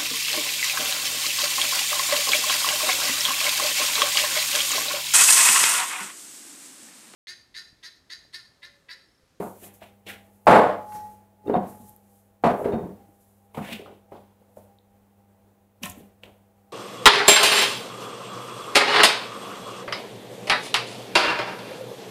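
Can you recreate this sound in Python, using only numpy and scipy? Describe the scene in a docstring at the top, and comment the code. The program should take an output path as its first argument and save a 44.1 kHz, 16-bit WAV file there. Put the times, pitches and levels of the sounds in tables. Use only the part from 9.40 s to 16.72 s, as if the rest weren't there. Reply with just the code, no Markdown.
"""Blows on wood and plastic in a small kitchen, heard from a microphone on the cook's collar: a dish is set down,
a drawer is opened and shut. Each blow is a soft thump plus noise shaped as a panel's modes; touching dishes ring as
damped sines. A hand digs into grated vegetable in a plastic jug (grainy noise) and drops it into a steel bowl
(cracks, ticks, wet fizz and damped modes). Close by, the apron rustles as swelling noise; behind, a fridge hums as
sines over air noise. The noise gate opens for each sound and sinks back, so hum and hiss swell with the knocks."""
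import sys
import numpy as np
from scipy import signal
from scipy.fft import rfft, irfft
from scipy.io import wavfile
from scipy.ndimage import uniform_filter1d, minimum_filter1d

SR = 44100
rng = np.random.default_rng(int(sys.argv[2]) if len(sys.argv) > 2 else 0)


def makeup_ratio(level_db):
    """Linear amplitude ratio for a level in decibels (20 dB per factor of ten)."""
    decades = np.asarray(level_db, float) / 20
    return 10 ** decades


def bounce(signal):
    """Save signal as a 16-bit WAV file at the path given by the first command-line argument."""
    frames = np.transpose(np.atleast_2d(signal))
    limited = np.clip(frames, -1, 1)
    pcm = np.round(limited * 32767).astype(np.int16)
    wavfile.write(sys.argv[1], SR, pcm)


N = 322836
T = np.arange(N) / SR
DECAY = np.log(1000)  # exp(-DECAY) is a fall of 60 dB


def colour(x, points):
    """Weigh the spectrum of x by (f/Hz, level/dB) points, straight over log frequency; rms 1."""
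    hz, db = np.transpose(points)
    bins_hz = np.fft.rfftfreq(len(x), 1 / SR)
    weight = makeup_ratio(np.interp(np.log(bins_hz + 1), np.log(hz), db))
    y = irfft(rfft(x) * weight, len(x))
    return y / np.sqrt(np.mean(y ** 2))


def walk(rate):
    """Random levels held for 1 / rate seconds and smoothed twice; spread 1."""
    k = int(SR / rate)
    steps = np.repeat(rng.standard_normal(N // k + 1), k)
    y = uniform_filter1d(uniform_filter1d(steps, k), k)[:N]
    return y / y.std()


def add(out, s, sound):
    """Mix a sound in from time s on."""
    i = int(s * SR)
    out[i:i + len(sound)] += sound[:N - i]


def swells(s, db, rise_s, fall_s):
    """Gain of overlapping swells, each a straight rise and fall of 20 dB in the times given."""
    power = np.zeros(N)
    for at, top_db, up, down in zip(s, db, rise_s, fall_s):
        away = np.where(T < at, (at - T) / max(up, .002), (T - at) / max(down, .002))
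        power = power + makeup_ratio(2 * (top_db - 20 * np.minimum(away, 5)))
    return np.sqrt(power)


def ring(modes, scatter_db, length=SR // 2):
    """Damped sines; each blow finds the modes in another balance."""
    hz, db, t60 = np.transpose(modes)[:, :, None]
    t = T[:length]
    strength = makeup_ratio(db + scatter_db * rng.standard_normal(db.shape))
    decay = np.exp(-DECAY * t / np.clip(t60, .02, .6))
    onset = 1 - np.exp(-t / 0.0016)
    return (strength * np.sin(2 * np.pi * hz * t) * decay * onset).sum(axis=0)


def crack(hz, cycles):
    """A click with a rounded start, whose envelope peaks after the given number of cycles."""
    t = T[:1024]
    turns = t * hz / cycles
    return np.sin(2 * np.pi * hz * t) * turns * np.exp(1 - turns)


# Blows on wood and plastic: [t/s, level/dB, body pitch f/Hz, treble tilt in dB per octave (at most 4 is used),
# shake t60/s (held to .04-.5 in the decay)]
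BLOWS = [(.001, -19, 400, 3, .3), (.01, -23, 940, -18, 0.41), (.224, -33.5, 398, 4, 0.54),
         (.417, -32.5, 651, 8.5, 0.17), (.664, -29, 450, 4, 0.29), (1.068, 8, 842, 0.5, .45),
         (1.084, -7, 208.4, 4, .32), (1.129, 3.5, 953, -3, .3), (1.16, 0, 622, 1, .23),
         (1.22, -8.5, 647.7, -2, .2), (1.25, -12, 649, -2, .17), (1.52, -37.5, 1100, 4, 0.58),
         (1.548, -40.5, 220, 4, 0.37), (2.039, -33, 404, -6, 0.4), (2.062, -24, 408, -2.5, 0.18),
         (2.079, -21, 390, 1, .15), (2.096, -8, 441.7, 0, .22), (2.129, -19, 332, -6, .15),
         (2.141, -8, 705.4, -7, .1), (2.152, -10.5, 714, -2, .13), (2.158, -19, 194, 0, 0.25),
         (2.226, -32, 590, 5, 0.59), (2.401, -36, 207, 4, 0.25), (2.489, -46.5, 106.4, -8, 0.16),
         (3.037, 0, 716, 0.5, .25), (3.048, -10.5, 231, 0.5, .3), (3.064, -7.5, 711.3, 1, 0.13),
         (3.085, -11, 660, 0.5, .2), (3.242, -16.5, 465, 2.5, 0.59), (3.321, -19, 600, -2, 0.65),
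         (3.685, -41, 303, -10.5, 0.11), (4.146, -28.5, 920.4, -19, 0.4), (4.172, -21.5, 830.3, -1, .16),
         (4.176, -23.5, 210.2, 2, 0.36), (4.288, -23, 660, -1, 0.13), (4.317, -25, 212.5, -6.5, .14),
         (4.46, -30.5, 1210, -16, 0.19), (4.719, -24.5, 629, -2.5, 0.28), (5.015, -42, 500, -4.5, .1),
         (5.09, -43.5, 610, -4.5, 0.19), (5.17, -28.5, 601, -3.5, 0.066), (6.416, -32.5, 242, 1, 0.19),
         (6.431, -31, 189.5, 4.5, .08), (6.49, -35.5, 87, -12, 0.097), (6.564, -36.5, 232.8, 4, .25),
         (6.61, -33.5, 198.6, 11, 0.054), (6.833, -33.5, 504, 4, 0.321)]
# The struck panel: [multiple of the body pitch, level/dB per Hz]
PANEL = [(.05, -34.5), (.15, -6.5), (.4, 5), (.8, 11.5), (1.4, 6.5), (2.2, -4.5), (4, -16), (8, -32),
         (30, -62)]
# What reaches the collar past the cook's body: [f/Hz, level/dB]
BODY_SHADOW = [(30, -9), (90, -3.5), (2500, -4.5), (4500, -5), (6000, -6), (10000, 4.5), (16000, 1.5)]


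def knocks():
    """A short thump at the body pitch, then the panel's dense modes shake out, rattling unevenly."""
    out, t = np.zeros(N), T[:SR // 2]
    rattle = makeup_ratio(2.6 * walk(90))
    for s, db, hz, tilt_db, t60 in BLOWS + rumbles():
        # the tilt acts above the body pitch only
        panel = [(m * hz, d + min(tilt_db, 4) * max(np.log2(m), 0)) for m, d in PANEL]
        decay = np.exp(-DECAY * t / np.clip(t60, .04, .5))
        onset = 1 - np.exp(-t / 0.0011)
        shake = colour(rng.standard_normal(len(t)), panel) * decay * onset
        push = t * hz / 1.5  # a soft contact builds up over 1.5 cycles before it lets go
        thump = np.sin(2 * np.pi * hz * t) * push * np.exp(1 - push)
        thump_db = -3.5 - 13 * t60  # a panel that shakes longer takes more from the thump
        add(out, s, makeup_ratio(db) * (makeup_ratio(-11.5) * shake + makeup_ratio(thump_db) * thump))
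    out = out * rattle
    return colour(out, BODY_SHADOW) * out.std()  # the overall level stays


# Things that rumble on after a blow: [start t/s, length/s, level/dB, fall over the length/dB, pitch f/Hz]
RUMBLES = [(1.094, .17, -5.5, 13, 719), (3.132, .11, -19, -2, 429.2), (3.25, .07, -15.5, 0, 270.4),
           (3.324, .2, -16, 21, 279.7), (4.381, .15, -30.5, 4.5, 550), (6.566, 0.067, -33, 1, 567)]


def rumbles():
    """Rows of small knocks at uneven gaps, scattered in strength and pitch, their level drifting, mostly down."""
    gap_s, scatter_db, spread_oct = .03, -1, 0.54
    tilt_db, t60_s = -4, 0.22
    rows = []
    for s, length, db, sink_db, hz in RUMBLES:
        late = rng.random(12)
        size, pitch = rng.standard_normal((2, 12))
        after_s = (np.arange(12) + late) * gap_s
        for a, g, p in zip(after_s, size, pitch):
            if a < length:
                level_db = db - sink_db * a / length + scatter_db * g
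                rows.append((s + a, level_db, hz * 2 ** (spread_oct * p), tilt_db, t60_s))
    return rows


# Dishes shaken by the blows: [f/Hz, level/dB, t60/s before damping]
CROCKERY = [(1900, -3, .2), (2720, -1, .2), (3680, 0, .25), (4300, -5, .2), (7397, 0, .4), (7480, -5, .3),
            (9825, -2, .35), (11330, -2, .35)]
# Dishes touching: [t/s, level/dB, f/Hz near which they are struck, damping factor on t60]
CLINKS = [(.672, -47, 3600, .8), (.69, -47, 1900, .6), (1.072, -40, 4400, .6), (1.075, -41, 8600, .9),
          (1.13, -42, 4100, .7), (1.14, -47, 8600, .8), (1.15, -49, 10500, .8), (2.072, -47, 3200, .25),
          (2.138, -46, 3200, .5), (3.04, -39, 4800, .2), (3.065, -44, 4600, .6), (3.32, -51, 3500, 1.1)]


def crockery():
    """Each touch reaches the modes near the spot where it lands; loose dishes chatter while they ring."""
    out = np.zeros(N)
    for s, db, hz, damping in CLINKS:
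        modes = [(f, d - 60 * np.log2(f / hz) ** 2, t60 * damping) for f, d, t60 in CROCKERY]
        add(out, s, makeup_ratio(db) * ring(modes, 1.5))
    return out * makeup_ratio(3.0 * walk(120))


# A glass dish rings on one steady pitch, swelling and fading:
# [peak t/s, level/dB, rise/s, fall/s (per 20 dB)]
DISH_SWELLS = [(1.56, -34.5, 0.37, 0.26), (1.65, -37, 0.17, 0.14), (2.07, -44.5, 0.13, 0.083),
               (2.35, -47.5, 0.16, 0.27), (2.49, -47.5, 0.093, .12)]


def dish():
    """One clean mode, and a faint, unsteady higher one."""
    mode_hz, high_hz = 845, 1900
    level = np.sqrt(2) * swells(*np.transpose(DISH_SWELLS))
    high_level = makeup_ratio(-35 + 3.0 * walk(90))
    high = high_level * np.sin(2 * np.pi * high_hz * T + 1.5 * walk(60))
    return level * (np.sin(2 * np.pi * mode_hz * T) + high)


# Knuckle and wet shreds against the steel: [t/s, level/dB, crack f/Hz, ring over crack level/dB]
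BOWL_HITS = [(6.4356, -19, 2790, -16.5), (6.459, -44, 1850, 12.5), (6.8353, -24.5, 2760, -25)]
# Modes of the steel bowl: [f/Hz, level/dB, t60/s]
BOWL_MODES = [(590, -7, 0.15), (720, -13.5, 0.2), (1010, -3, 0.1), (1050, -3, 0.09), (1335, -8, 0.09),
              (1830, -1, 0.07), (2620, -9, 0.12)]


def bowl():
    """Each tap cracks and sets the steel ringing, damped by the food inside."""
    out = np.zeros(N)
    for s, db, hz, ring_db in BOWL_HITS:
        add(out, s, makeup_ratio(db) * crack(hz, cycles=1.04))
        add(out, s, makeup_ratio(db + ring_db) * ring(BOWL_MODES, 1.75))
    return out


# Hands sliding over things and digging in wet shreds: [peak t/s, level/dB,
# centre f/Hz (held to 2000-5660), rise/s, fall/s (per 20 dB)]
SHREDS = [(.248, -50.5, 2420, 0.079, 0.13), (0.427, -46.5, 2430, 0.034, 0.094), (.667, -40, 3000, .003, .1),
          (.7, -38, 2220, 0.037, 0.1), (1.569, -58, 5970, 0.18, .17), (4.148, -46.5, 2500, 0.0053, .06),
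          (4.171, -49, 2410, .015, 0.046), (4.25, -42.5, 2200, 0.049, 0.21), (4.33, -37, 2660, 0.11, 0.077),
          (4.42, -51, 2580, 0.12, 0.17), (4.729, -63.5, 3130, .02, 0.41),
          (6.433, -37.5, 2700, 0.0089, 0.089), (6.6, -59.5, 2550, .15, .17), (6.835, -44, 2680, .005, .04),
          (6.87, -60.5, 2760, 0.045, 0.17)]
# Colour of the grains around their centre, one row each: [multiple of the centre], [level/dB per Hz]
RASP = np.transpose([(.12, -34), (.55, -16), (.8, -3), (1, 0), (1.25, -3), (1.7, -17), (5, -38)])


def shreds():
    """Dense grains of uneven size in a broad resonance that moves with the hand; the finest ones fizz on top."""
    s, db, hz, rise_s, fall_s = np.transpose(SHREDS)
    grain_db = 2.0 * rng.exponential(size=N) + 2.0 * walk(150)
    grains = rng.standard_normal(N) * makeup_ratio(grain_db)
    multiple, rasp_db = np.array(RASP)
    octave = np.clip(np.interp(T, s, np.log2(hz / 2000)), 0, 1.5)  # above 2000 Hz
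    body = np.zeros(N)
    for k in (0, .5, 1, 1.5):  # cross-fade between resonances half an octave apart
        share = np.clip(1 - np.abs(octave - k) * 2, 0, 1)
        body += share * colour(grains, np.transpose([2000 * 2 ** k * multiple, rasp_db]))
    fizz = colour(grains, [(2500, -27), (5500, -13.0), (8000, -0.5), (12000, -2.0), (16000, -3.0)])
    return swells(s, db, rise_s, fall_s) * (body + makeup_ratio(-13.5) * fizz)


# Small sharp ticks, some alone, some within the bowl hits: [t/s, level/dB, f/Hz, cycles of rise]
TICKS = [(.34, -33, 12700, 2.5), (2.2502, -52, 13500, 2.2), (2.4944, -26.5, 11910, 1.5),
         (2.5636, -25.5, 12900, 1.13), (5.3866, -39.5, 3760, 1.6), (6.4338, -21, 5840, 1.2),
         (6.4574, -19.5, 8520, 0.92), (6.4984, -26, 7460, 1.5), (6.5194, -37, 6600, 3.2),
         (6.5834, -38.5, 12700, 2.2)]


def ticks():
    """Tiny clicks, each a sine under a fast rise and fall."""
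    out = np.zeros(N)
    for s, db, hz, cycles in TICKS:
        add(out, s, makeup_ratio(db) * crack(hz, max(cycles, .3)))
    return out


# Fine high noise: cloth moving near the collar, and the wet fizz of shreds hitting the bowl at 6.43-6.5 s:
# [peak t/s, level/dB, rise/s, fall/s (per 20 dB)]
SWISHES = [(.03, -52, .2, 0.58), (.248, -43.5, 0.094, 0.11), (.346, -48, .04, 0.1), (.69, -48, .03, 0.11),
           (1.0, -58.5, 0.43, 0.41), (1.554, -50, 0.14, 0.14), (1.72, -57, 0.17, .15),
           (2.079, -67, 0.069, 0.073), (2.3, -52.5, 0.062, 0.33), (2.49, -47, 0.13, 0.083),
           (2.79, -55.5, 0.5, 0.19), (3.201, -56, .15, 0.23), (3.81, -54.5, 0.2, 0.43),
           (4.15, -54.5, 0.029, 0.15), (4.32, -53.5, .2, 0.11), (5.182, -57.5, 0.16, 0.16),
           (6.432, -38, 0.0095, 0.1), (6.499, -38, .008, .03), (6.6, -55.5, .1, .12)]
# Colour of this fine noise: [f/Hz, level/dB per Hz]
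FINE_COLOUR = [(1760, -41.5), (3000, -10), (4730, -9.5), (5660, -7), (6820, -2.5), (12300, 4), (14600, -1),
               (15600, -6)]


def apron_and_wet_fizz():
    """Fine noise that flickers, of cloth fibres and of wet shreds on the steel."""
    flicker = makeup_ratio(1.2 * walk(40))
    fine = colour(rng.standard_normal(N), [(800, -41)] + list(FINE_COLOUR))
    return flicker * swells(*np.transpose(SWISHES)) * fine


# Steady lines of the fridge: [f/Hz, level/dB]
HUM = [(100, -56), (200, -54.5), (400, -74), (494, -66), (655, -69.5), (801, -63.5), (15138, -80)]
# Colour of the air noise: [f/Hz, level/dB per Hz]
AIR = [(15, -35.5), (25, -17.5), (49, -13.5), (96, -10), (144, -20), (199, -14), (314, -16.5), (497, -14.5),
       (744, -18), (807, -15.5), (1110, -25.5), (4900, -40.5), (15600, -34.5)]


def fridge():
    """Mains lines that waver a little, the upper ones more, over soft air noise."""
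    lines = np.zeros(N)
    for hz, db in HUM:
        level = np.sqrt(2) * makeup_ratio(db + min(hz / 200, 3.5) * walk(14))
        lines += level * np.sin(2 * np.pi * (hz * T + rng.random()))
    air_level = makeup_ratio(-54.5 + 0.44 * walk(11))
    return lines + air_level * colour(rng.standard_normal(N), AIR)


def room(x):
    """Diffuse echoes: they build up within some ms and the treble dies first."""
    t60_s, treble_t60_s, split_hz = 0.42, 0.39, 1500
    t = T[:SR // 2]
    low_pass = signal.butter(2, split_hz, fs=SR, output="sos")
    high_pass = signal.butter(2, split_hz, "high", fs=SR, output="sos")
    low = signal.sosfilt(low_pass, rng.standard_normal(len(t)))
    high = signal.sosfilt(high_pass, rng.standard_normal(len(t)))
    echo = low / low.std() * np.exp(-DECAY * t / t60_s) + 1.9 * high * np.exp(-DECAY * t / treble_t60_s)
    echo = echo * (1 - np.exp(-(t / 0.0089) ** 2))
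    echo = echo / np.sqrt(np.sum(echo ** 2)) * 2.207
    return signal.fftconvolve(x, echo)[:N]


def scene():
    """Blows and hand sounds fill the room; the ringing dish, fine noise and hum are heard as they are."""
    near = knocks() + crockery() + bowl() + shreds() + ticks()
    mix = near + makeup_ratio(-16) * room(near) + dish() + apron_and_wet_fizz() + fridge()
    return mix[None]


def gate(x, open_db, slope, depth_db, fall_db_per_s, hop=128):
    """Gain falls with the level below open_db; it opens at once, just ahead of the sound, and closes slowly."""
    level_db = 10 * np.log10(uniform_filter1d(x ** 2, size=900)[::hop] + 1e-12)
    want_db = np.clip(slope * (level_db - open_db), -depth_db, 0)
    fall = fall_db_per_s * np.arange(len(want_db)) * hop / SR
    gain_db = np.maximum.accumulate(want_db + fall) - fall
    return makeup_ratio(np.interp(np.arange(N), np.arange(len(gain_db)) * hop, gain_db))


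def band_limit(x):
    """A steep low-pass at the top of the band."""
    return signal.sosfilt(signal.butter(12, 16470, fs=SR, output="sos"), x)


def record(dry):
    """The collar microphone's noise gate, a cut of the top, and a limiter that looks ahead."""
    x = dry * gate(dry[0], open_db=-33.0, slope=0.64, depth_db=19, fall_db_per_s=33)
    top_cut = signal.ellip(10, .2, 60, 15650, fs=SR, output="sos")
    x = signal.sosfilt(top_cut, x)
    headroom = np.minimum(.9 / (np.abs(x) + 1e-9), 1)
    x = x * uniform_filter1d(minimum_filter1d(headroom, size=441), size=221)
    return band_limit(x)


dry = scene()
out = record(dry)
bounce(out)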